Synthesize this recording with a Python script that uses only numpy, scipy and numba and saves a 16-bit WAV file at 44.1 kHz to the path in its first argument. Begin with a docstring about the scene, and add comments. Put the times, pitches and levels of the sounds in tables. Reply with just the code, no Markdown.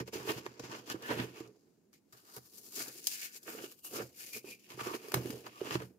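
"""Floral foam crushed into a plastic pumpkin

Hands crush brittle foam into a hollow plastic pumpkin on a table, close to a phone in a quiet room.
Random clicks of bursting cells are the dry crackle; they also drive resonances of shell, rim and hollow.
Snaps are decaying noise jolts, squeaks clicks in a narrow band, knocks short decaying sines; pushes ring
the table top. Two microphone ports hear it a little apart, over a low murmur, hiss and short room scatter."""
import sys
import numpy as np
from scipy import signal
from scipy.fft import rfft, irfft, next_fast_len
from scipy.io import wavfile
from scipy.ndimage import uniform_filter1d
from numba import njit

SR = 44100
rng = np.random.default_rng(int(sys.argv[2]) if len(sys.argv) > 2 else 0)


def to_wav(s):
    """Save 16-bit WAV."""
    ch = np.atleast_2d(s).T  # columns
    pcm = np.round(np.clip(ch, -1, 1) * 32767)  # PCM
    wavfile.write(sys.argv[1], SR, pcm.astype(np.int16))


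def linear_from_db(decibels):
    """Turn decibels (scalar or array-like) into linear amplitude factors; 0 gives 1."""
    return 10 ** (np.asarray(decibels, float) / 20)


N = 263718

# snapping cells: start_s, crack_db, shell_db (drive gains), length_ms (1/e decay of the crack)
SNAPS = [(0.076, -53.5, -48, 6.5), (0.1335, -51.5, -49, 5.3), (0.4637, -47, -35.5, 2.6),
         (0.596, -43, -50, 4.2), (0.6374, -54.5, -44.5, 2.1), (0.9, -34.5, -39, 1.1),
         (1.0236, -51.5, -61.5, 2.4), (1.1995, -56, -28.5, 3.1), (1.4021, -54, -52, 5.4),
         (1.4747, -60, -78, 4.1), (1.93, -60, -66, 2.8), (2.1249, -58, -64.5, 13), (2.3646, -49, -51, 5),
         (2.722, -49.5, -64, 1.4), (2.7554, -45, -65, 1.5), (2.8805, -47, -60, 11),
         (3.0424, -41.5, -56, 0.83), (3.07, -23.5, -69, 3.24), (3.4296, -55, -88, 7.5),
         (3.8462, -57, -51, 2.8), (3.96, -67.5, -63, 2.2), (4.332, -58, -54, 2.5), (4.4446, -72, -57, 3),
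         (4.7006, -75.5, -62, 2.1), (4.7909, -87, -41, 20), (5.0833, -53.5, -50, 3.5),
         (5.1189, -40, -32, 2.3), (5.1416, -30.5, -18.5, 3.2), (5.2584, -52, -44, 2.9),
         (5.3041, -43.5, -40, 4.1), (5.4659, -62, -38, 4.6), (5.708, -55, -28, 2.1),
         (5.7535, -65, -27, 3.7), (5.819, -58, -57, 3.1)]


def level(x, rms_db):
    """Scale to an rms level."""
    return x * linear_from_db(rms_db) / np.sqrt(np.mean(x ** 2))


def colour(x, points, lag_ms=0):
    """Filter by a spectrum drawn on a log-frequency axis, unit gain for white noise; optional delay."""
    hz, db = np.transpose(points)
    size = next_fast_len(N)
    f = np.maximum(np.arange(size // 2 + 1) * SR / size, 1)
    gain = linear_from_db(np.interp(np.log(f), np.log(hz), db))
    gain = gain / np.sqrt(np.mean(gain ** 2))
    delay = np.exp(-2j * np.pi * f * lag_ms / 1000)
    return irfft(rfft(x, size) * gain * delay, size)[..., :N]


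def late(x, lag_ms):
    """Delay by a fraction of a millisecond, flat spectrum."""
    return colour(x, [(1, 0), (SR, 0)], lag_ms)


def ports(x, pan_db):
    """Split a left-minus-right level difference evenly between the two ports."""
    return np.array([x[0] * linear_from_db(0.5 * pan_db), x[1] * linear_from_db(-0.5 * pan_db)])


def ring(x, modes):
    """Sum of fixed resonances, signs alternating in listed order; unit gain for white noise."""
    def body(v):
        total = 0
        for k, (hz, width_hz, db) in enumerate(modes):
            mode = signal.lfilter(*signal.iirpeak(hz, hz / width_hz, fs=SR), v)
            total = total + (-1) ** k * linear_from_db(db) * mode
        return total
    impulse_response = body(signal.unit_impulse(SR // 3))
    return body(x) / np.sqrt(np.sum(impulse_response ** 2))


@njit
def svf(x, hz, width):
    """State-variable band-pass whose centre may move every sample; width in Hz."""
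    y, b, l = np.empty(len(x)), 0., 0.
    for i in range(len(x)):
        g, k = np.tan(np.pi * hz[i] / SR), width / hz[i]
        v = (b + g * (x[i] - l)) / (1 + g * (g + k))
        b, l, y[i] = 2 * v - b, l + 2 * g * v, k * v
    return y


def steep(x, hz, width_hz):
    """Moving resonance applied twice to each channel."""
    return np.array([svf(svf(v, hz, width_hz), hz, width_hz) for v in x])


def walk(rate_hz):
    """Random level sliding linearly to a new value every 1 / rate_hz s; spread about 0.76."""
    k = int(SR / rate_hz)
    steps = np.repeat(rng.standard_normal(N // k + 1), k)[:N]
    return 0.93 * uniform_filter1d(steps, k)


def swells(peak_s, peak_db, rise_s, fall_s):
    """Summed-power gain of many swells; rise and fall are the times for 20 dB."""
    t = np.arange(0, N, 16) / SR
    after = t[:, None] - peak_s
    away = np.where(after < 0, -after / rise_s, after / fall_s)
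    db = peak_db - 20 * away ** 1.212  # exponent above 1: broader top, steeper feet
    gain = np.sqrt(np.sum(linear_from_db(db) ** 2, axis=1))
    return np.interp(np.arange(N) / SR, t, gain)


def cells(per_s, spread_db, lump_db, lump_hz):
    """Bursting cells: random clicks, a few much larger, in lumps as the foam gives way; unit rms."""
    burst = rng.random(N) < per_s / SR
    size = linear_from_db(spread_db * rng.exponential(size=N)) * rng.standard_normal(N)
    return level(burst * size * linear_from_db(lump_db * walk(lump_hz)), 0)


def spread(x, share):
    """Cells burst all over the foam: each port gets a share of every burst in its own random shape."""
    own = rng.standard_normal((2, N))
    return x * (np.sqrt(1 - share) + np.sqrt(share) * own)


def hush():
    """Low building murmur and microphone hiss as coloured noise; the bass is alike left and right."""
    # hz, density_db
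    hush_spectrum = [(24, -42.5), (40, -10), (130, 0), (209, 6), (412, -3), (570, -14), (990, -22.5),
                     (4240, -35.5), (7000, -29.5), (8130, -34), (15700, -34.5), (16200, -54.5)]
    shared, own = rng.standard_normal(N), rng.standard_normal((2, N))
    own = signal.sosfilt(signal.butter(1, 700., "high", fs=SR, output="sos"), own)
    noise = (0.5 * shared + own) * linear_from_db(1.2 * walk(8.4))
    return level(colour(noise, hush_spectrum), -72.5)


def room(x):
    """Table top and walls: short decaying noise scatter, different at each port, thin in the bass."""
    t60_s, scatter_db = 0.09, -8
    t = np.arange(SR // 3) / SR
    tail = rng.standard_normal((2, len(t))) * np.exp(-np.log(1000) * t / t60_s) * (t > .002)
    tail = signal.sosfilt(signal.butter(1, 500., "high", fs=SR, output="sos"), tail)
    tail = linear_from_db(scatter_db) * tail / np.sqrt(np.sum(tail ** 2, axis=1, keepdims=True))
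    return signal.fftconvolve(x, tail, axes=1)[:, :N]


def table_top(shove):
    """Each push is a soft bump that rings the table top; steady shoving keeps up a faint rumble."""
    # table modes: mode_hz, width_hz, mode_db
    table_modes = [(124.3, 11.4, -3), (185.6, 6, -10), (82, 4, -15)]
    # pushes that go through to the table: start_s, peak_db
    pushes = [(.004, -37), (.155, -46), (.2, -45.5), (.29, -49), (0.359, -41), (.48, -53.5), (0.599, -50),
              (0.636, -48), (0.691, -49), (.79, -58), (0.901, -49.5), (.945, -46), (1.04, -60), (1.13, -48),
              (1.164, -39.5), (1.196, -36), (1.23, -41), (1.3, -54), (1.404, -52.5), (1.47, -59),
              (2.131, -61), (2.37, -51.5), (2.871, -62), (3.479, -71), (3.96, -60), (3.993, -49),
              (4.034, -50.5), (4.741, -50.5), (4.772, -54), (4.814, -47), (4.863, -49.5), (4.929, -69),
              (5.145, -33.5), (5.168, -33), (5.249, -42), (5.329, -47), (5.61, -65), (5.712, -44),
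              (5.749, -31.5), (5.829, -46)]
    push_ms, rumble_db = 2.9, -15.5
    start_s, peak_db = np.transpose(pushes)
    blows = np.zeros(N)
    blows[(start_s * SR).astype(int)] = linear_from_db(peak_db)
    t = np.arange(SR // 2) / SR
    bump = np.sin(np.pi * np.minimum(1000 * t / push_ms, 1)) ** 2
    swing = ring(bump, table_modes)
    thumps = signal.fftconvolve(blows, swing / np.abs(swing).max())[:N]
    return thumps + linear_from_db(rumble_db) * ring(shove, table_modes)


def knocks(rise_s, decay_s):
    """Fingers and foam knock the hollow: each a soft-edged sine that dies within a few cycles."""
    # start_s, envelope_peak_db, pitch_hz
    knock_list = [(0.079, -42.5, 443), (0.131, -37, 434), (0.155, -32.5, 370), (0.274, -36, 427),
                  (0.301, -28.5, 423), (0.372, -45, 355), (0.464, -39, 372), (0.594, -42.5, 474),
                  (0.637, -43, 360), (0.901, -41, 320), (0.944, -32, 333), (1.026, -55, 435),
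                  (1.069, -49, 320), (1.195, -29.5, 260), (1.406, -35, 340), (2.366, -48, 433),
                  (2.878, -46.5, 252), (3.549, -40.5, 460), (3.639, -37, 383), (3.938, -39.5, 440),
                  (3.959, -35.5, 443), (4, -34.5, 450), (4.362, -44.5, 457), (4.443, -41.5, 377),
                  (4.777, -41.5, 383), (4.869, -30.5, 378), (4.913, -36, 356), (4.947, -32, 368),
                  (5.043, -47, 430), (5.084, -42, 410), (5.139, -27.5, 397), (5.256, -31.5, 354),
                  (5.299, -32.5, 255), (5.615, -28.5, 384), (5.706, -41, 450), (5.754, -25, 346),
                  (5.821, -38.5, 440)]
    out = np.zeros(N + SR // 20)
    t = np.arange(SR // 20) / SR
    shape = (1 - np.exp(-t / rise_s)) * np.exp(-t / decay_s)
    shape = shape / shape.max()
    for start_s, peak_db, hz in knock_list:
        i = int(start_s * SR)
        out[i:i + len(t)] += linear_from_db(peak_db) * shape * np.sin(2 * np.pi * hz * t)
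    return out[:N]


def hollow_air(shove):
    """Air in the pumpkin: fixed modes, plus a pitch that moves as hands and foam close the opening."""
    # fixed modes: mode_hz, width_hz, mode_db
    hollow_modes = [(219.7, 92, -1), (249.4, 93, 1), (358, 56, -2), (450, 65.4, 3.5), (484, 47, -1.5)]
    # moving pitch: time_s, pitch_hz
    opening = [(0, 396), (1.1, 443), (1.3, 390), (3.3, 416), (3.5, 426), (4.1, 450), (4.6, 420),
               (5.98, 418)]
    opening_hz = np.interp(np.arange(N) / SR, *np.transpose(opening))
    fixed = linear_from_db(-0.5) * ring(shove, hollow_modes)
    moving = linear_from_db(16.5) * steep(shove[None], opening_hz, 266.0)[0]
    return fixed + moving + knocks(rise_s=0.001, decay_s=0.0058)


def squeaks():
    """Foam rubs on the rim: dense slips through a narrow resonance at each squeak's pitch."""
    # peak_s, peak_db, pitch_hz, rise_s, fall_s (times for 20 dB)
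    squeak_list = [(.55, -72, 1680, .06, 0.035), (.72, -54, 910, .04, .05), (1.05, -44.5, 1650, .03, 0.073),
                   (3.862, -60, 1160, 0.022, 0.028), (3.865, -60, 2810, 0.04, .05),
                   (4.35, -47, 2370, 0.033, 0.056), (4.52, -54, 2410, 0.051, 0.051),
                   (4.59, -71, 2600, .05, 0.047), (4.655, -81, 2580, .06, 0.016),
                   (4.48, -53.5, 2530, 0.038, 0.061), (.91, -41, 1580, 0.014, 0.033),
                   (.91, -49.5, 3000, .015, 0.031), (3.13, -57, 1620, 0.046, 0.33),
                   (4.2, -58, 1620, .03, 0.11), (4.8, -60, 1180, 0.023, .06), (4.91, -43, 1050, .05, 0.033),
                   (5.575, -56, 1140, .04, 0.039)]
    slips = cells(4000., spread_db=1.5, lump_db=3.5, lump_hz=70.)
    out = np.zeros(N)
    for peak_s, peak_db, hz, rise_s, fall_s in np.array(squeak_list):
        thin = level(steep(slips[None], np.full(N, hz), 260.)[0], 0)
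        out += swells(peak_s, peak_db, rise_s, fall_s) * thin
    return out


def rim_ring(scrape, rim_hz):
    """Broad rim resonance whose pitch shifts with the place where the foam rubs."""
    return linear_from_db(13.0) * steep(scrape, rim_hz, 1235.0)


def shell_ring(crush, shell_hz):
    """Plastic shell: fixed modes, plus a resonance that shifts with the grip."""
    # mode_hz, width_hz, mode_db
    shell_modes = [(620, 80, 6.5), (828, 350, 2.5), (1449, 564, 5.5), (2024, 1080, 1.5), (3050, 1450, -3.5)]
    return linear_from_db(-2.0) * ring(crush, shell_modes) + linear_from_db(15.0) * steep(crush, shell_hz, 596.0)


def jolts(gain_db, length_ms):
    """Each snap is a noise jolt that starts at once and decays exponentially."""
    out = np.zeros(N + SR // 10)
    t = np.arange(SR // 10) / SR
    noise = rng.standard_normal((len(SNAPS), len(t)))
    for start_s, gain, ms, row in zip(np.transpose(SNAPS)[0], linear_from_db(gain_db), length_ms, noise):
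        i = int(start_s * SR)
        out[i:i + len(t)] += gain * row * np.exp(-1000 * t / ms)
    return out[:N]


def crackle_air(bursts, sizzle_db):
    """Bursts straight through the air: a mid-treble crackle and a fluctuating finer sizzle."""
    # both spectra: hz, density_db
    crackle_spectrum = [(1500, -24.5), (2600, -9), (3500, -8), (4100, -3), (4800, 1), (5900, -2.5),
                        (7000, -1.5), (7500, -4), (8200, -18), (9500, -55)]
    sizzle_spectrum = [(6000, -21.5), (8000, -0.5), (9300, 4), (11500, 4.5), (14000, 7), (15600, 0),
                       (16000, -32.5), (16300, -53)]
    fine_bursts = bursts * linear_from_db(sizzle_db + 0.69 * walk(25.))
    return colour(bursts, crackle_spectrum) + colour(fine_bursts, sizzle_spectrum)


def bounce(x):
    """Table-top reflection: a slightly late copy cuts drifting hollows into the spectrum."""
    # extra path as the hands move: time_s, lag_ms
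    bounce_path = [(0, 0.2), (1.5, 0.18), (2.0, 0.27), (2.9, 0.11), (3.5, 0.15), (4.6, 0.18), (5.98, 0.2)]
    i = np.arange(N)
    lag = np.interp(i / SR, *np.transpose(bounce_path)) * SR / 1000  # samples
    return x + 0.12 * np.array([np.interp(i - lag, i, v) for v in x])


def hands():
    """Crushing drives air, shell and rim (two channels), the hollow (mono) and the table (mono)."""
    # hold on foam and pumpkin: time_s, sizzle_db (re crackle), shell_hz, rim_db (drive re crackle),
    # rim_hz, hollow_db (drive re shell)
    grip = [(0, -7, 980, 3.5, 2320, 7), (.3, -0.5, 1040, 7, 2730, 3), (.58, -10.5, 1000, 4, 2400, 1.5),
            (.9, -5, 1110, 3, 2960, 3), (1.15, 1, 890, 10, 2790, -1), (1.45, -4.5, 1200, 7, 2530, 9),
            (1.58, -6, 1000, -13, 2400, 16), (1.95, -2, 1320, 2, 2150, 16.5),
            (2.2, 1, 1230, -4.5, 2740, -6.5), (2.6, 4, 1030, -29, 2900, 9.5),
            (2.82, 1, 1510, -4, 2290, 2.5), (3.05, 0.5, 1610, -8.5, 2620, 13),
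            (3.22, -0.5, 1590, 0.5, 2500, 1), (3.4, 2.3, 1380, -4.5, 2310, 5),
            (3.66, 1.8, 1460, 5.3, 2820, 8.5), (3.86, 8.5, 1130, -5, 2920, 6.5),
            (4.0, -0.2, 1340, 1, 2550, 8), (4.25, 3.5, 1610, -2, 2500, 9.5), (4.5, 1.7, 920, 1, 2680, 13.5),
            (4.8, -1, 1190, 8, 2550, -3.5), (5.15, 1.7, 1090, 5.5, 2440, 7.5), (5.35, 1, 915, .3, 2950, 13),
            (5.5, -0.5, 1180, 8, 2500, 0.5), (5.62, -2.5, 1140, 4.5, 2850, 9),
            (5.749, -3, 1064, 7.5, 2690, -2.5), (5.98, 7, 900, -1, 2750, 2)]
    # squeezes and rubs: peak_s, crackle_db, shell_db (drive gains), rise_s, fall_s (for 20 dB, at pace 1)
    squeezes = [ (0.004, -47.5, -37.5, 0.041, 0.026), (0.085, -57, -53, 0.033, 0.018),
                (0.138, -49.5, -45.5, 0.02, 0.11), (0.2, -60.5, -51.5, 0.1, 0.6),
                (0.3, -47.5, -40, 0.075, 0.079), (0.381, -52, -45.5, 0.048, 0.036),
                (0.463, -57, -51, 0.036, 0.018), (0.492, -84, -61, .03, 0.061),
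                (0.596, -54, -42, 0.0046, 0.021), (0.641, -55, -49, .03, 0.081),
                (0.717, -56, -49.5, 0.062, 0.18), (0.793, -60.5, -53.5, 0.49, 0.04),
                (0.876, -56.5, -53.5, 0.033, 0.04), (0.901, -50, -43.5, 0.027, 0.071),
                (0.922, -46.5, -70, 0.04, 0.012), (.955, -80, -53, .025, .04),
                (1.028, -60.5, -52.5, .006, 0.23), (1.07, -60, -55, 0.032, .07),
                (1.114, -57.5, -34, 0.077, 0.11), (1.211, -56.5, -44, 0.37, 0.14),
                (1.369, -63, -58, 0.14, .12), (1.418, -69.5, -64, 0.12, 0.15),
                (1.56, -81, -87.5, 0.17, 0.56), (1.937, -69, -86, 0.014, 0.082),
                (2.131, -71, -62, .015, 0.081), (2.18, -67, -70, 0.062, 0.093),
                (2.29, -66.5, -68, 0.24, 0.23), (2.378, -56.5, -56.5, 0.11, 0.021),
                (2.472, -67, -71, 0.18, 0.033), (2.58, -60.5, -72, 0.16, 0.07),
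                (2.65, -58.5, -75, 0.068, 0.13), (2.725, -59, -70, .03, 0.074),
                (2.761, -46.5, -65, 0.027, 0.13), (2.811, -44, -54.5, 0.12, .09),
                (2.86, -59, -61, 0.2, 0.17), (2.997, -55.5, -71, 0.3, 0.032), (3.08, -48, -82, .012, 0.072),
                (3.129, -45, -73, 0.16, .12), (3.252, -47, -67.5, 0.18, 0.063),
                (3.366, -52.5, -68.5, 0.1, 0.032), (3.495, -54, -57, 0.09, 0.2), (3.56, -66, -59, .1, 0.16),
                (3.649, -56.5, -57.5, 0.13, 0.068), (3.722, -62, -68, 0.092, 0.04),
                (3.79, -70.5, -83, 0.056, 0.048), (3.85, -56, -64, 0.029, 0.15),
                (3.962, -48, -49.5, 0.076, 0.14), (4.014, -63, -50, 0.08, 0.039),
                (4.204, -55, -72, 0.096, 0.17), (4.291, -57, -78, 0.16, 0.12),
                (4.335, -47, -69, .015, 0.036), (4.371, -47.5, -59, 0.064, 0.035),
                (4.451, -64, -64, 0.0083, 0.12), (4.509, -55.5, -69, 0.1, .08),
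                (4.6, -67.5, -89, 0.022, .02), (4.65, -68.5, -95, 0.093, 0.079),
                (4.706, -58, -54.5, 0.037, 0.092), (4.802, -55, -45.5, 0.055, 0.14),
                (4.869, -53, -44, 0.082, 0.13), (4.95, -52.5, -45.5, 0.067, 0.043),
                (5.09, -63, -59, 0.3, 0.084), (5.151, -51.5, -41, 0.0066, 0.093),
                (5.3, -58.5, -55.5, 0.6, 0.28), (5.471, -59.5, -49, 0.048, 0.034),
                (5.59, -65.5, -66.5, 0.2, .12), (5.669, -56.5, -49, 0.11, 0.18),
                (5.713, -56.5, -42, .012, 0.18), (5.748, -47, -47.5, 0.12, 0.038),
                (5.822, -62, -46, 0.018, 0.047)]
    t = np.arange(N) / SR
    time_s, *columns = np.transpose(grip)
    sizzle_db, shell_hz, rim_db, rim_hz, hollow_db = (np.interp(t, time_s, c) for c in columns)
    peak_s, crackle_db, shell_db, rise_s, fall_s = np.transpose(squeezes)
    crack_db, body_db, length_ms = np.transpose(SNAPS)[1:]

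    def paced(db, pace):
        """Squeeze gain with rise and fall times scaled by pace."""
        return swells(peak_s, db, pace * rise_s, pace * fall_s)

    fine = cells(14000., spread_db=1.02, lump_db=1.5, lump_hz=120.0)
    coarse = cells(5000., spread_db=2.0, lump_db=5.5, lump_hz=60.)
    push = cells(1200., spread_db=2.0, lump_db=3.0, lump_hz=89.0)

    bursts = spread(paced(crackle_db, 0.83) * fine, share=0.96)
    bursts = bursts + spread(jolts(crack_db, length_ms), share=1.0)

    grind = 0.62 * fine + 0.75 * coarse
    snaps = jolts(body_db, 0.55 * length_ms)  # briefer in the shell than in the air
    crush = spread(paced(shell_db, 0.61) * grind + snaps, share=0.56)
    rub = paced(crackle_db, 0.72) * linear_from_db(rim_db) * grind
    scrape = spread(rub + linear_from_db(-5.0) * snaps, share=0.88)
    shove = paced(shell_db, 0.94) * linear_from_db(hollow_db) * (0.63 * coarse + 0.51 * push)

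    air = crackle_air(bursts, sizzle_db) + shell_ring(crush, shell_hz) + rim_ring(scrape, rim_hz)
    return bounce(air), hollow_air(shove), table_top(shove)


def scene():
    """Hands nearer the left port, so the right one hears late; the table is louder on the right."""
    air_lag_ms, hollow_lag_ms, table_lag_ms, table_pan_db = 0.3426, 0.039, 0.33, -6
    air, hollow, table = hands()
    air = air + squeaks()
    left = air[0] + hollow
    right = late(air[1], air_lag_ms) + late(hollow, hollow_lag_ms)
    table = ports(np.array([table, late(table, table_lag_ms)]), table_pan_db)
    return np.array([left, right]) + table + room(air + hollow) + hush()


def band_limit(x):
    """A steep low-pass at the top of the band."""
    return signal.sosfilt(signal.butter(12, 17010, fs=SR, output="sos"), x)


def record(dry):
    """Each port in the phone's body colours the sound its own way; a high-pass cuts the deepest bass."""
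    # hz, left_minus_right_db
    port_tilt = [(60, 6.5), (150, 3.5), (350, -7), (800, -5.5), (1500, 1.5), (2700, -2.5), (4200, 2),
                 (5200, 3), (6300, 7.5), (7500, 5.5), (10000, 3), (15000, 4)]
    size = next_fast_len(N)
    hz, db = np.transpose(port_tilt)
    tilt_db = np.interp(np.log(np.arange(1, size // 2 + 2) * SR / size), np.log(hz), db)
    heard = irfft(ports(rfft(dry, size), tilt_db), size)[:, :N]
    low_cut = signal.butter(2, 70., "high", fs=SR, output="sos")
    return band_limit(signal.sosfilt(low_cut, heard))


dry = scene()
out = record(dry)
to_wav(out)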